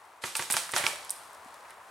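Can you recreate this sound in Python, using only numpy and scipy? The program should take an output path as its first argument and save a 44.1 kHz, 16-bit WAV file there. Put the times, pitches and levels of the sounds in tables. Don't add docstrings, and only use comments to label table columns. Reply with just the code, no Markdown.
import sys
import numpy as np
from scipy import signal
from scipy.fft import rfft, irfft, next_fast_len
from scipy.io import wavfile

SR = 44100
rng = np.random.default_rng(int(sys.argv[2]) if len(sys.argv) > 2 else 0)


def wrap_up_sound(samples):
    columns = np.atleast_2d(samples).T
    tamed = np.clip(columns, -1, 1)
    steps = np.round(tamed * 32767).astype(np.int16)
    wavfile.write(sys.argv[1], SR, steps)


N = 83790
TIME = np.arange(N) / SR


def from_db(db):
    return 10 ** (np.asarray(db) / 20)


def rms_one(x):
    return x / np.sqrt(np.mean(x ** 2) + 1e-20)


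def pan(db):
    return from_db(np.array([[db], [-db]]) / 2)


def level(rows):
    return from_db(np.interp(TIME, *np.transpose(rows)))


def at_hz(points, hz):
    table_hz, value = np.transpose(points)
    return np.interp(np.log(hz + 1), np.log(table_hz), value)


def colour(x, spectrum):
    size = 2 * next_fast_len(N)
    hz = np.arange(size // 2 + 1) * SR / size
    gain = rms_one(from_db(at_hz(spectrum, hz)))
    cepstrum = irfft(np.log(gain))
    cepstrum[1:size // 2] *= 2
    cepstrum[size // 2 + 1:] = 0
    response = np.exp(rfft(cepstrum))
    return irfft(rfft(x, size) * response)[..., :N]


def snap(envelope, spectrum):
    return colour(envelope * rng.choice([-1, 1], N), spectrum)


# frequency in Hz, likeness from 0 to 1.
STEREO_LIKENESS = [(60, 1), (400, 0.99), (1000, 0.91), (2500, 0.53), (5000, 0.76), (9000, 0.9), (14000, 1)]


def noise(spectrum, envelope=1):
    alike = np.clip(at_hz(STEREO_LIKENESS, np.arange(N // 2 + 1) * SR / N), 0, 1)
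    mid, side = rfft(rng.standard_normal((2, N)))
    both = np.sqrt(1 + alike) * mid + np.sqrt(1 - alike) * side * [[1], [-1]]
    return colour(envelope * rms_one(irfft(both, N)), spectrum)


def burst(s, t60, rise=0):
    age = np.maximum(TIME - s, 0)
    attack = np.minimum(age / max(rise, 1 / SR), 1)
    return attack * from_db(-60 * np.clip((age - rise) / t60, 0, 2))


def ring(s, hz, t60, rise=0):
    return burst(s, t60, rise) * np.cos(2 * np.pi * hz * (TIME - s))


def grain(spread_db, size=30):
    sizes = from_db(spread_db * np.minimum(rng.exponential(1, N // size + 1), 6))
    return rms_one(np.repeat(sizes, size)[:N])


# frequency in Hz, relative spectrum in dB.
WASH_TONE = [(25, -33), (50, -33), (75, -14.5), (120, -18.5), (250, -18), (400, -10), (650, -4), (980, 2),
             (1500, -5.5), (2500, -14), (5000, -30.5), (9000, -25), (16000, -33.5)]
# time in seconds, level in dB before panning.
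WASH_SWELL = [(0, -54), (.2, -55), (.9, -49.5), (1.4, -50), (1.9, -51)]
WASH_PAN_DB = 2.1


def wash():
    return pan(WASH_PAN_DB) * noise(WASH_TONE, level(WASH_SWELL))


# frequency in Hz, relative spectrum in dB.
RUSTLE_TONE = [(80, -29), (500, -10), (2000, 0), (4000, 3), (6500, -0.5), (9000, 1), (12000, -7),
               (16000, -30)]
# time in seconds, level in dB.
RUSTLE_MOVES = [(0, -66), (.212, -68), (.222, -46.5), (.7, -48.5), (1.0, -50.5), (1.2, -55), (1.4, -62.5),
                (1.55, -59), (1.62, -63), (1.7, -60), (1.78, -66), (1.9, -62)]
RUSTLE_GRAIN_DB = 2


def rustle():
    return noise(RUSTLE_TONE, level(RUSTLE_MOVES) * grain(RUSTLE_GRAIN_DB))


# start in seconds, pop trim in dB, gas hiss level in dB.
MARKER_SHOTS = [(0.2382, 0.5, -36.5), (0.3935, 1, -37.5), (0.5397, 0.5, -35.5), (0.7364, 2, -31.5),
                (0.8386, 2, -33.5)]
# frequency in Hz, level in dB relative to the kick, t60 in seconds.
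BARREL_MODES = [(231, -46, 0.045), (365.8, -41.5, 0.13), (582, -42.5, 0.082), (678, -46.5, 0.048),
                (944, -35.5, 0.084), (1136, -34.5, 0.054), (1350, -54, 0.066), (1577, -34, 0.051),
                (1652, -34.5, 0.058), (1995, -33.5, 0.058), (2120, -36, 0.041), (2465, -36, .035),
                (2947, -37.5, 0.043), (4260, -45, 0.057)]
# frequency in Hz, relative spectrum in dB.
POP_TONE = [(100, -17.5), (500, -3.5), (1800, 8), (3200, 1.5), (5500, -8.5), (9000, -4.5), (16000, -26)]
POP_DB, POP_T60_S = -28.5, 0.044
BOLT_LEAD_S, BOLT_DB = 0.00241, -22
PULSE_LOW_HZ, PULSE_TOP_HZ = 119, 4700
PUSH_HZ, PUSH_DB, PUSH_RISE_S, PUSH_T60_S = 150, -37, .0065, .018


def marker():
    pops = sum(from_db(db + POP_DB) * burst(s, POP_T60_S) for s, db, _ in MARKER_SHOTS)
    kicks = np.zeros(N)
    for s, db, _ in MARKER_SHOTS:
        kicks[int(s * SR)] += from_db(db)
        kicks[int((s - BOLT_LEAD_S) * SR)] += from_db(db + BOLT_DB)
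    pulse_band = signal.butter(2, [PULSE_LOW_HZ, PULSE_TOP_HZ], "band", fs=SR, output="sos")
    pulses = signal.sosfilt(pulse_band, kicks)
    barrel = sum(from_db(db) * ring(0, hz, t60, .5 / hz) for hz, db, t60 in BARREL_MODES)
    push = from_db(PUSH_DB) * ring(0, PUSH_HZ, PUSH_T60_S, PUSH_RISE_S)
    return signal.fftconvolve(pulses, barrel + push)[:N] + snap(pops, POP_TONE)


# frequency in Hz, relative spectrum in dB.
GAS_TONE = [(50, -33), (150, -13), (400, -5.5), (900, 0.5), (2200, 0), (3500, -2), (6000, -2.5), (9000, -2),
            (12000, -7.5), (16000, -34)]
GAS_RISE_S, GAS_T60_S = 0.022, 0.32


def gas():
    hiss = sum(from_db(db) * burst(s, GAS_T60_S, GAS_RISE_S) for s, _, db in MARKER_SHOTS)
    return noise(GAS_TONE, hiss)


# frequency in Hz, relative spectrum in dB.
TRUNK_TONE = [(60, -6.5), (300, -3), (900, -4.5), (3000, -2.5), (9000, -6), (16000, -5)]
TRUNK_DB, TRUNK_RISE_S, TRUNK_T60_S = -12.5, 0.023, 0.62


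def trunks(x):
    echo = noise(TRUNK_TONE, burst(0, TRUNK_T60_S, TRUNK_RISE_S))
    unit_echo = rms_one(echo) / np.sqrt(N)
    return from_db(TRUNK_DB) * signal.fftconvolve(x, unit_echo, axes=1)[:, :N]


# start in seconds, tick level in dB, sizzle level in dB.
TICK_HITS = [(0.2563, -37, -55), (0.3676, -19.5, -30), (.5078, -24, -40), (0.5103, -20, -34),
             (.5237, -13, -42), (0.529, -34, -28.5), (0.712, -34, -60), (.718, -29, -60),
             (0.7229, -25.5, -66), (1.1051, -18, -51), (1.1085, -24, -43), (1.1095, -30, -43.5)]
# frequency in Hz, relative spectrum in dB.
TICK_TONE = [(100, -56), (500, -24.5), (2000, -36), (4000, -18), (7000, -10.5), (8800, 1.5), (10300, -2.5),
             (12000, -7.5), (16000, -26)]
TICK_T60_S, SIZZLE_T60_S = 0.0066, 0.098


def ticks():
    contacts = sum(from_db(db) * burst(s, TICK_T60_S) for s, db, _ in TICK_HITS)
    sizzle = sum(from_db(db) * burst(s, SIZZLE_T60_S) for s, _, db in TICK_HITS)
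    return snap(contacts, TICK_TONE) + noise(TICK_TONE, sizzle)


# start in seconds, crack level in dB, ring frequency in Hz,
# ring level in dB, spray level in dB, boom level of the cover in dB.
BALL_HITS = [(0.3528, -21, 2600, -22.5, -33, -56), (0.4237, -28.5, 1740, -28, -49, -62),
             (0.5011, -21, 2420, -27.5, -31.5, -53), (0.5673, -17, 1690, -20, -32, -45),
             (0.7637, -18, 1650, -19.5, -28.5, -31), (0.8658, -17.5, 2310, -15.5, -36.5, -63)]
# frequency in Hz, relative spectrum in dB.
CRACK_TONE = [(50, -28), (150, -21), (450, -13), (700, -2.5), (1100, 2), (3000, -0.5), (4100, -5),
              (5400, 1), (7000, -3.5), (9000, -1), (12000, -15.5), (16000, -23)]
# frequency in Hz, level in dB relative to the crack,
# t60 in seconds.
COVER_MODES = [(882.4, -15, 0.11), (917, -24.5, 0.15), (1137, -17, 0.071), (1382, -18, 0.063),
               (1542, -21, 0.064), (1670, -17, .07), (2230, -19.5, .06), (2340, -18.5, 0.091),
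               (2980, -21.5, 0.063), (5040, -27, 0.013)]
CRACK_T60_S, RING_T60_S, RING_LOW_HZ = 0.01, 0.014, 685
FRACTURE_DB, FRACTURE_T60_S = -5.5, 0.0021


def splats():
    shell = burst_pair = 0
    kicks = np.zeros(N)
    for s, db, *_ in BALL_HITS:
        burst_pair = burst(s, CRACK_T60_S) + from_db(FRACTURE_DB) * burst(s, FRACTURE_T60_S)
        shell = shell + from_db(db) * burst_pair
        kicks[int(s * SR)] = from_db(db)
    spots = sum(from_db(db) * ring(s, hz, RING_T60_S, 1 / hz) for s, _, hz, db, *_ in BALL_HITS)
    cover = sum((-1) ** k * from_db(db) * ring(0, hz, t60, 1 / hz)
                for k, (hz, db, t60) in enumerate(COVER_MODES))
    rings = spots + signal.fftconvolve(kicks, cover)[:N]
    high_pass = signal.butter(2, RING_LOW_HZ, "high", fs=SR, output="sos")
    return snap(shell, CRACK_TONE) + signal.sosfilt(high_pass, rings)


# frequency in Hz, relative spectrum in dB.
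SPRAY_TONE = [(50, -45), (150, -41), (500, 0.5), (1000, 0), (2300, 0.5), (4000, 4), (6500, 0.5), (9000, 6),
              (12000, -5.5), (16000, -17)]
SPRAY_RISE_S, SPRAY_T60_S, SPRAY_GRAIN_DB = 0.0025, 0.32, 1.5


def spray():
    showers = sum(from_db(db) * burst(s, SPRAY_T60_S, SPRAY_RISE_S) for s, *_, db, _ in BALL_HITS)
    return noise(SPRAY_TONE, showers * grain(SPRAY_GRAIN_DB))


# frequency in Hz, relative spectrum in dB.
BOOM_TONE = [(60, -41), (160, -9), (350, -23), (650, -2), (1100, -4), (1800, -0.5), (3000, -8), (8000, -28)]
BOOM_RISE_S, BOOM_T60_S = 0.006, 0.57


def boom():
    return noise(BOOM_TONE, sum(from_db(db) * burst(s, BOOM_T60_S, BOOM_RISE_S) for s, *_, db in BALL_HITS))


# start in seconds, level in dB, frequency in Hz, t60 in seconds.
DULL_KNOCKS = [(.5008, -39, 228, 0.027), (.7995, -31, 698, 0.077), (.9325, -35.5, 589, 0.051),
               (1.458, -49, 253, 0.031)]


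def knocks():
    return sum(from_db(db) * ring(s, hz, t60, 1 / hz) for s, db, hz, t60 in DULL_KNOCKS)


# start in seconds, level in dB.
FAR_SHOTS = [(0.691, -37), (1.65, -50), (1.697, -48), (1.708, -48)]
# frequency in Hz, relative spectrum in dB.
FAR_TONE = [(150, -26), (600, -14), (1100, 4), (2100, 0), (3200, -12.5), (8000, -24)]
FAR_T60_S = 0.068


def far_pops():
    return noise(FAR_TONE, sum(from_db(db) * burst(s, FAR_T60_S) for s, db in FAR_SHOTS))


# start in seconds, level in dB.
CLICK_HITS = [(0.7815, -22.5), (0.9583, -38), (1.0485, -38), (1.095, -29), (1.164, -48), (1.332, -46.5),
              (1.348, -46), (1.447, -48.5), (1.542, -45), (1.706, -44)]
# frequency in Hz, relative spectrum in dB.
CLICK_TONE = [(100, -39), (1000, -10), (2500, -11.5), (4500, -0.5), (7000, -1.5), (9500, 4), (16000, -14)]
CLICK_T60_S = .011


def clicks():
    return snap(sum(from_db(db) * burst(s, CLICK_T60_S) for s, db in CLICK_HITS), CLICK_TONE)


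# frequency in Hz, left minus right in dB.
FIRE_LEAN = [(300, -1.2), (700, 0), (1400, -3), (2800, -3.5), (5600, -2.5), (10000, -2.6), (14000, 1)]


def from_right(x):
    db = at_hz(FIRE_LEAN, np.arange(N // 2 + 1) * SR / N)
    return irfft(rfft(x) * from_db(np.array([db, -db]) / 2), N)


def scene():
    small_hits = ticks() + knocks() + clicks()
    fire = marker() + gas() + splats() + spray() + boom() + small_hits
    return wash() + rustle() + from_right(fire) + trunks(fire) + far_pops()


CUTOFF_HZ = 16000


def record(dry):
    low_pass = signal.cheby2(16, 40, CUTOFF_HZ + 500, fs=SR, output="sos")
    return signal.sosfiltfilt(low_pass, dry)


dry = scene()
out = record(dry)
wrap_up_sound(out)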